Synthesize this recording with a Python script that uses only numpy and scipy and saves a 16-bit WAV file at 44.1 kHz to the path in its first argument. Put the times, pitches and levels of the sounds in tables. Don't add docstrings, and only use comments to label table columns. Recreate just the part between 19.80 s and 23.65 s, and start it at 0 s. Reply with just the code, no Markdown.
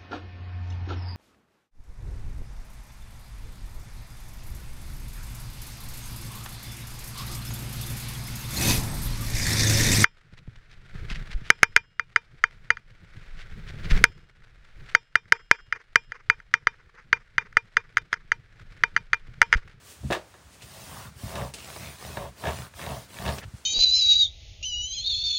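import sys
import numpy as np
from scipy import signal
from scipy.fft import rfft, irfft
from scipy.io import wavfile
from scipy.ndimage import uniform_filter1d

SR = 44100
rng = np.random.default_rng(int(sys.argv[2]) if len(sys.argv) > 2 else 0)


def generate_wav(signal):
    frames = np.transpose(np.atleast_2d(signal))
    scaled = np.clip(frames, -1, 1) * 32767
    pcm = np.round(scaled).astype(np.int16)
    wavfile.write(sys.argv[1], SR, pcm)


N = 169785


def undb(db):
    return 10 ** (np.asarray(db) / 20)


def unit(x):
    return x / np.sqrt(np.mean(x ** 2))


def noise(size=N):
    return rng.standard_normal(size)


def through(x, response):
    return signal.fftconvolve(x, response)[:len(x)]


def energy_one(h):
    return h / np.sqrt(np.sum(h ** 2))


def colour(x, points, size=4096):
    hz, db = np.array(points).T
    freq = np.maximum(np.arange(size // 2 + 1) * SR / size, 1)
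    magnitude = undb(np.interp(np.log(freq), np.log(hz), db))
    cepstrum = irfft(np.log(magnitude))
    cepstrum[1:size // 2] *= 2
    cepstrum[size // 2 + 1:] = 0
    return through(x, energy_one(irfft(np.exp(rfft(cepstrum)))))


def ring(modes, t, left=1):
    total = np.zeros(len(t))
    for k, (hz, db, t60) in enumerate(modes):
        decay = np.exp(-np.log(1000) * t / (t60 * left))
        total += (-1) ** k * undb(db) * np.sin(2 * np.pi * hz * t) * decay
    return energy_one(total)


def add(out, start, sound):
    i = max(int(start * SR), 0)
    out[i:i + len(sound)] += sound[:N - i]


# (f/Hz, relative level/dB per Hz)
FABRIC_SPECTRUM = [(100, 9.5), (500, -2), (1500, 3), (3000, 1.5), (5000, 1), (7500, -1.5), (9800, 1.5),
                   (11200, -11.5), (13500, -3.5), (16000, -3)]
# (f/Hz, relative level/dB per Hz)
TICK_SPECTRUM = [(100, -11), (400, 8.5), (900, 1.5), (2300, 1), (4000, -1), (12000, -29.5)]
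# (f/Hz, relative level/dB per Hz)
DRUM_SPECTRUM = [(150, -19), (280, -6), (420, -4.5), (700, 3.5), (1100, 3.5), (1400, -9), (1800, -10.5),
                 (3800, -17), (7000, -69)]
TICK_PULSING, DRUM_PULSING = 0.68, 0.22
FABRIC_DB, TICKS_DB, SHEET_DB, BOOM_DB = 4, -6, -2.5, -3


def scrubbing(t, fibre_db=2.0, hand_left=0.35, ring_db=-3, uneven_db=3.0):
    pace, rate, hiss, tick = motion(t)
    on_sheet, on_frame = pressure(t, pace)
    slips = rib_slips(t, rate)
    short = t[:SR // 2]

    fibres = unit(noise() * undb(fibre_db * noise()))
    fabric = undb(FABRIC_DB) * colour(fibres * hiss, FABRIC_SPECTRUM)
    ticks = undb(TICKS_DB) * colour(rubbing(slips, TICK_PULSING) * tick, TICK_SPECTRUM)

    ringing = through(rubbing(slips, DRUM_PULSING), sheet(short, hand_left))
    shaken = unit(rubbing(slips, DRUM_PULSING) + undb(ring_db) * ringing)
    drum = undb(SHEET_DB) * unit(colour(shaken, DRUM_SPECTRUM)) * on_sheet

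    boom = undb(BOOM_DB) * frame_boom(slips, short) * on_frame
    folds = rasps(t, rubbing(slips, DRUM_PULSING))
    return uneven(fabric + ticks, uneven_db) + drum + folds + boom


# (start t/s, fastest t/s, end t/s, top speed/ribs per s, hiss level/dB, tick level/dB)
STROKES = [(0.758, 1.18, 1.308, 50.5, -49, -56), (1.351, 1.5, 1.728, 80.5, -47.5, -70),
           (1.725, 1.978, 2.212, 86.4, -48, -47), (2.164, 2.253, 2.515, 78.7, -48.5, -45.5),
           (2.554, 2.713, 2.895, 79.3, -47, -45.5), (2.936, 3.028, 3.277, 80, -47, -44.5),
           (3.27, 3.501, 3.624, 71.7, -46.5, -39.5)]
HISS_LAW, TICK_LAW = 0.82, 1
STOP_LAW = 0.75


def motion(t):
    pace, rate, hiss, tick = np.zeros((4, N))
    for start, fastest, end, top, hiss_db, tick_db in STROKES:
        speed = np.sin(np.pi / 2 * np.interp(t, [start, fastest, end], [0, 1, 0]))
        speed = np.where(t > fastest, speed ** STOP_LAW, speed)
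        pace = np.maximum(pace, speed)
        rate = np.maximum(rate, top * speed)
        hiss = np.hypot(hiss, undb(hiss_db) * speed ** HISS_LAW)
        tick = np.hypot(tick, undb(tick_db) * speed ** TICK_LAW)
    return pace, rate, hiss, tick


RIB_SLIP_S, RIB_JITTER, RIB_SCATTER_DB = 0.00069, 0.065, 4


def rib_slips(t, rate, count=400):
    late, size = rng.standard_normal((count, 2)).T
    ribs_passed = np.cumsum(rate) / SR
    at = np.searchsorted(ribs_passed, np.arange(1, count + 1) + RIB_JITTER * late)
    reached = at < N
    hits = np.zeros(N)
    hits[at[reached]] = undb(RIB_SCATTER_DB * np.clip(size, -2, 2))[reached]
    return unit(through(hits, np.exp(-t[:SR // 10] / RIB_SLIP_S)))


def rubbing(slips, pulsing):
    return unit(noise() * (1 - pulsing + pulsing * slips))


# (centre t/s, half length t/s, sheet level/dB, frame boom level/dB)
LEANS = [(1.204, 0.11, -61, -43), (1.607, 0.048, -31.5, -34), (2.032, 0.04, -50, -40),
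         (2.294, 0.022, -45, -40.5), (2.434, 0.04, -33, -34.5), (2.686, 0.026, -28.5, -30),
         (2.802, 0.036, -52, -40), (3.114, 0.045, -34.5, -36.5), (3.488, 0.045, -33, -30.5)]
GLIDE_SHEET_DB, GLIDE_BOOM_DB = -50.5, -52.5
BOOM_LAG_S, BOOM_SPREAD = 0.0026, 1.14


def swell(u):
    return 1 / np.cosh(np.clip(u, -20, 20))


def pressure(t, pace):
    on_sheet = undb(GLIDE_SHEET_DB) * pace
    on_frame = undb(GLIDE_BOOM_DB) * np.sqrt(pace)
    for when, half, sheet_db, boom_db in LEANS:
        sheet_swell = swell((t - when) / half)
        frame_swell = swell((t - when - BOOM_LAG_S) / (half * BOOM_SPREAD))
        on_sheet = np.hypot(on_sheet, undb(sheet_db) * sheet_swell * np.sqrt(pace))
        on_frame = np.hypot(on_frame, undb(boom_db) * frame_swell)
    return on_sheet, on_frame


def uneven(x, depth_db, size=1024, count=3):
    spectra = signal.stft(x, nperseg=size)[2]
    over_pitch = uniform_filter1d(noise(spectra.shape), count, axis=0)
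    smoothed = unit(uniform_filter1d(over_pitch, count, axis=1))
    gains = unit(undb(depth_db * smoothed))
    return signal.istft(spectra * gains, nperseg=size)[1][:N]


# (start t/s, end t/s, level/dB, first f/Hz, last f/Hz)
RASPS = [(0.802, .855, -54, 2500, 2600), (1.072, 1.305, -49.5, 850, 1296), (1.746, 1.87, -53.5, 3180, 2600),
         (1.981, 2.136, -51, 2383, 2193), (2.78, 2.888, -49, 992, 1326), (2.985, 3.089, -47.5, 2230, 1870),
         (3.609, 3.651, -46.5, 2050, 1570)]


def rasps(t, grain, width_hz=330):
    out = np.zeros(N)
    narrow = signal.butter(2, width_hz, fs=SR, output="sos")
    for start, end, db, first_hz, last_hz in RASPS:
        along = np.interp(t, [start, end], [0, 1])
        centre_hz = first_hz + (last_hz - first_hz) * along
        turn = np.exp(2j * np.pi * np.cumsum(centre_hz) / SR)
        band = unit((signal.sosfilt(narrow, grain / turn) * turn).real)
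        out += undb(db) * np.sqrt(np.sin(np.pi * along)) * band
    return out


# (f/Hz, relative level/dB, t60 t/s)
SHEET_MODES = [(337, 2, 0.14), (381, 5, 0.18), (457, 1.5, 0.15), (503, -1, 0.31), (569, 3, 0.23),
               (609, -2, 0.32), (645, -0.5, 0.31), (745, 2.5, 0.14), (926, -3, 0.19), (1101, -5, 0.16),
               (1200, -8, 0.25), (1325, -4.5, 0.083), (1677, 3, 0.19), (1810, 2.5, 0.11), (2640, 6, 0.07),
               (2860, 0.5, 0.11), (3370, -4.5, 0.15), (3735, 3, 0.21)]


def sheet(t, left, dense_t60_s=0.49, modes_db=-2, crack_db=-3, crack_s=0.0014):
    dense = energy_one(noise(len(t)) * np.exp(-np.log(1000) * t / (dense_t60_s * left)))
    crack = energy_one(noise(len(t)) * np.exp(-t / crack_s))
    modes = ring(SHEET_MODES, t, left)
    return energy_one(dense + undb(crack_db) * crack + undb(modes_db) * modes)


# (f/Hz, relative level/dB, t60 t/s)
FRAME_MODES = [(65.5, -1.5, 0.092), (128.5, 1, 0.11), (166, 0, 0.064), (193.2, 0, 0.08), (265, -9, 0.037)]


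def frame_boom(slips, short, rumble_db=-2):
    response = ring(FRAME_MODES, short)
    slipping = unit(through(slips - np.mean(slips), response))
    rumble = unit(through(noise(), response))
    return unit(slipping + undb(rumble_db) * rumble)


# (t/s, relative level/dB, contact time t/s, ring left by the hand 0-1)
KNOCKS = [(0.233, -36.5, 0.0018, 1), (0.3029, -22.5, 0.00059, 0.27), (0.309, -33, 0.000025, 0.46),
          (.319, -23.5, 0.00039, 0.08), (.325, -26, 0.000039, 0.37), (.331, -24, 0.000077, 0.39),
          (.349, -28.5, 0.00011, 0.28), (.36, -30, 0.00042, 0.75), (.541, -48.5, 0.00011, 1),
          (1.555, -34, 0.000036, 0.72), (1.62, -41, 0.00023, 0), (1.96, -40, 0.00029, 0.2),
          (2.37, -29.5, 0.00015, 0.28), (2.638, -31, 0.00022, 0.22), (2.654, -29, 0.00012, 0.34),
          (2.671, -28, 0.0001, 0.6), (2.684, -31.5, 0.000097, 0.35), (2.938, -49, 0.00011, 0.08),
          (2.992, -39, 0.00012, 0.12), (3.023, -42, 0.000089, 0.3), (3.462, -31, 0.00006, 0.6),
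          (3.477, -32.5, 0.000069, 0.19), (3.49, -31.5, 0.000046, 0.32)]
# (f/Hz, relative level/dB per Hz)
CLANG_SPECTRUM = [(130, -5), (340, 0), (480, -1), (900, 8.5), (1750, 9.5), (2150, 10), (2800, 10),
                  (3800, 11), (6000, 9), (9500, 7.5), (11500, -1), (16000, 7)]


def knocks(t, knock_db=26):
    out, short = np.zeros(N), t[:SR // 2]
    for start, db, contact, left in KNOCKS:
        answer = colour(sheet(short, max(left, 0.05)), CLANG_SPECTRUM)
        push = short * np.exp(-short / contact)
        add(out, start, undb(db + knock_db) * energy_one(through(answer, push)))
    return out


# (t/s, relative level/dB, push length t/s)
THUMPS = [(0.2, -39, 0.0088), (.230, -33, 0.0047), (0.247, -26, 0.00074), (.260, -31, 0.0027),
          (0.283, -34.5, 0.00071), (0.649, -46.5, 0.012), (.833, -42, 0.0054), (1.273, -40.5, 0.0058),
          (1.354, -39.5, 0.0066), (1.434, -29, 0.00045), (1.453, -33.5, 0.0027), (2.37, -34, 0.00077),
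          (2.945, -40, 0.01), (3.646, -35, 0.0069), (3.667, -36, 0.0058), (3.735, -34, 0.0034)]


def thumps(t, thump_db=27, left=0.49):
    out, short = np.zeros(N), t[:SR // 2]
    for start, db, length in THUMPS:
        push = np.sin(np.pi * np.minimum(short / length, 1))
        boom = through(ring(FRAME_MODES, short, left), push)
        add(out, start, undb(db + thump_db) * energy_one(boom))
    return out


# (start t/s, relative level/dB, rise t/s, decay t/s, dull above f/Hz)
SLAPS = [(0, -47, 0.11, 0.06, 18000), (.17, -50, 0.15, 0.022, 12000), (0.324, -39.5, 0.0014, 0.017, 18000),
         (.68, -52.5, 0.071, 0.022, 12000), (0.817, -42, 0.0043, 0.022, 7360),
         (1.7375, -33.5, 0.00064, 0.02, 9900), (1.77, -39.5, 0.015, 0.036, 6000),
         (1.845, -33, 0.00059, 0.0019, 7050), (3.583, -28.5, 0.00065, 0.0081, 4400),
         (3.614, -34.5, 0.027, 0.0063, 2590), (3.72, -55, .06, 0.043, 10800)]
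# (f/Hz, relative level/dB per Hz)
SLAP_SPECTRUM = [(200, 0.5), (1500, -8), (2800, -3), (5000, -5), (9500, -3), (11500, -12), (16000, -7.5)]


def slaps(t, crackle_db=3):
    out = np.zeros(N)
    for start, db, rise, decay, dull_hz in SLAPS:
        attack = np.clip((t - start) / rise, 0, 1)
        fade = np.exp(-np.maximum(t - start - rise, 0) / decay)
        crackle = unit(noise() * undb(crackle_db * noise()))
        dull = signal.butter(2, dull_hz, fs=SR, output="sos")
        out += undb(db) * signal.sosfilt(dull, attack * fade * crackle)
    return colour(out, SLAP_SPECTRUM)


# (f/Hz, relative level/dB per Hz)
AIR_SPECTRUM = [(30, -17), (70, 5.5), (130, -3), (330, -10.5), (1500, -11.5), (3000, -17), (9500, -20.5),
                (11300, -30), (16000, -27)]


def air(level_db=-55):
    return undb(level_db) * colour(noise(), AIR_SPECTRUM)


def scene():
    t = np.arange(N) / SR
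    return (scrubbing(t) + knocks(t) + thumps(t) + slaps(t) + air())[None]


def record(dry, low_cut_hz=50, top_hz=15800):
    high_pass = signal.butter(5, low_cut_hz, "high", fs=SR, output="sos")
    low_pass = signal.ellip(10, 0.2, 70, top_hz, fs=SR, output="sos")
    return signal.sosfilt(low_pass, signal.sosfilt(high_pass, dry))


dry = scene()
out = record(dry)
generate_wav(out)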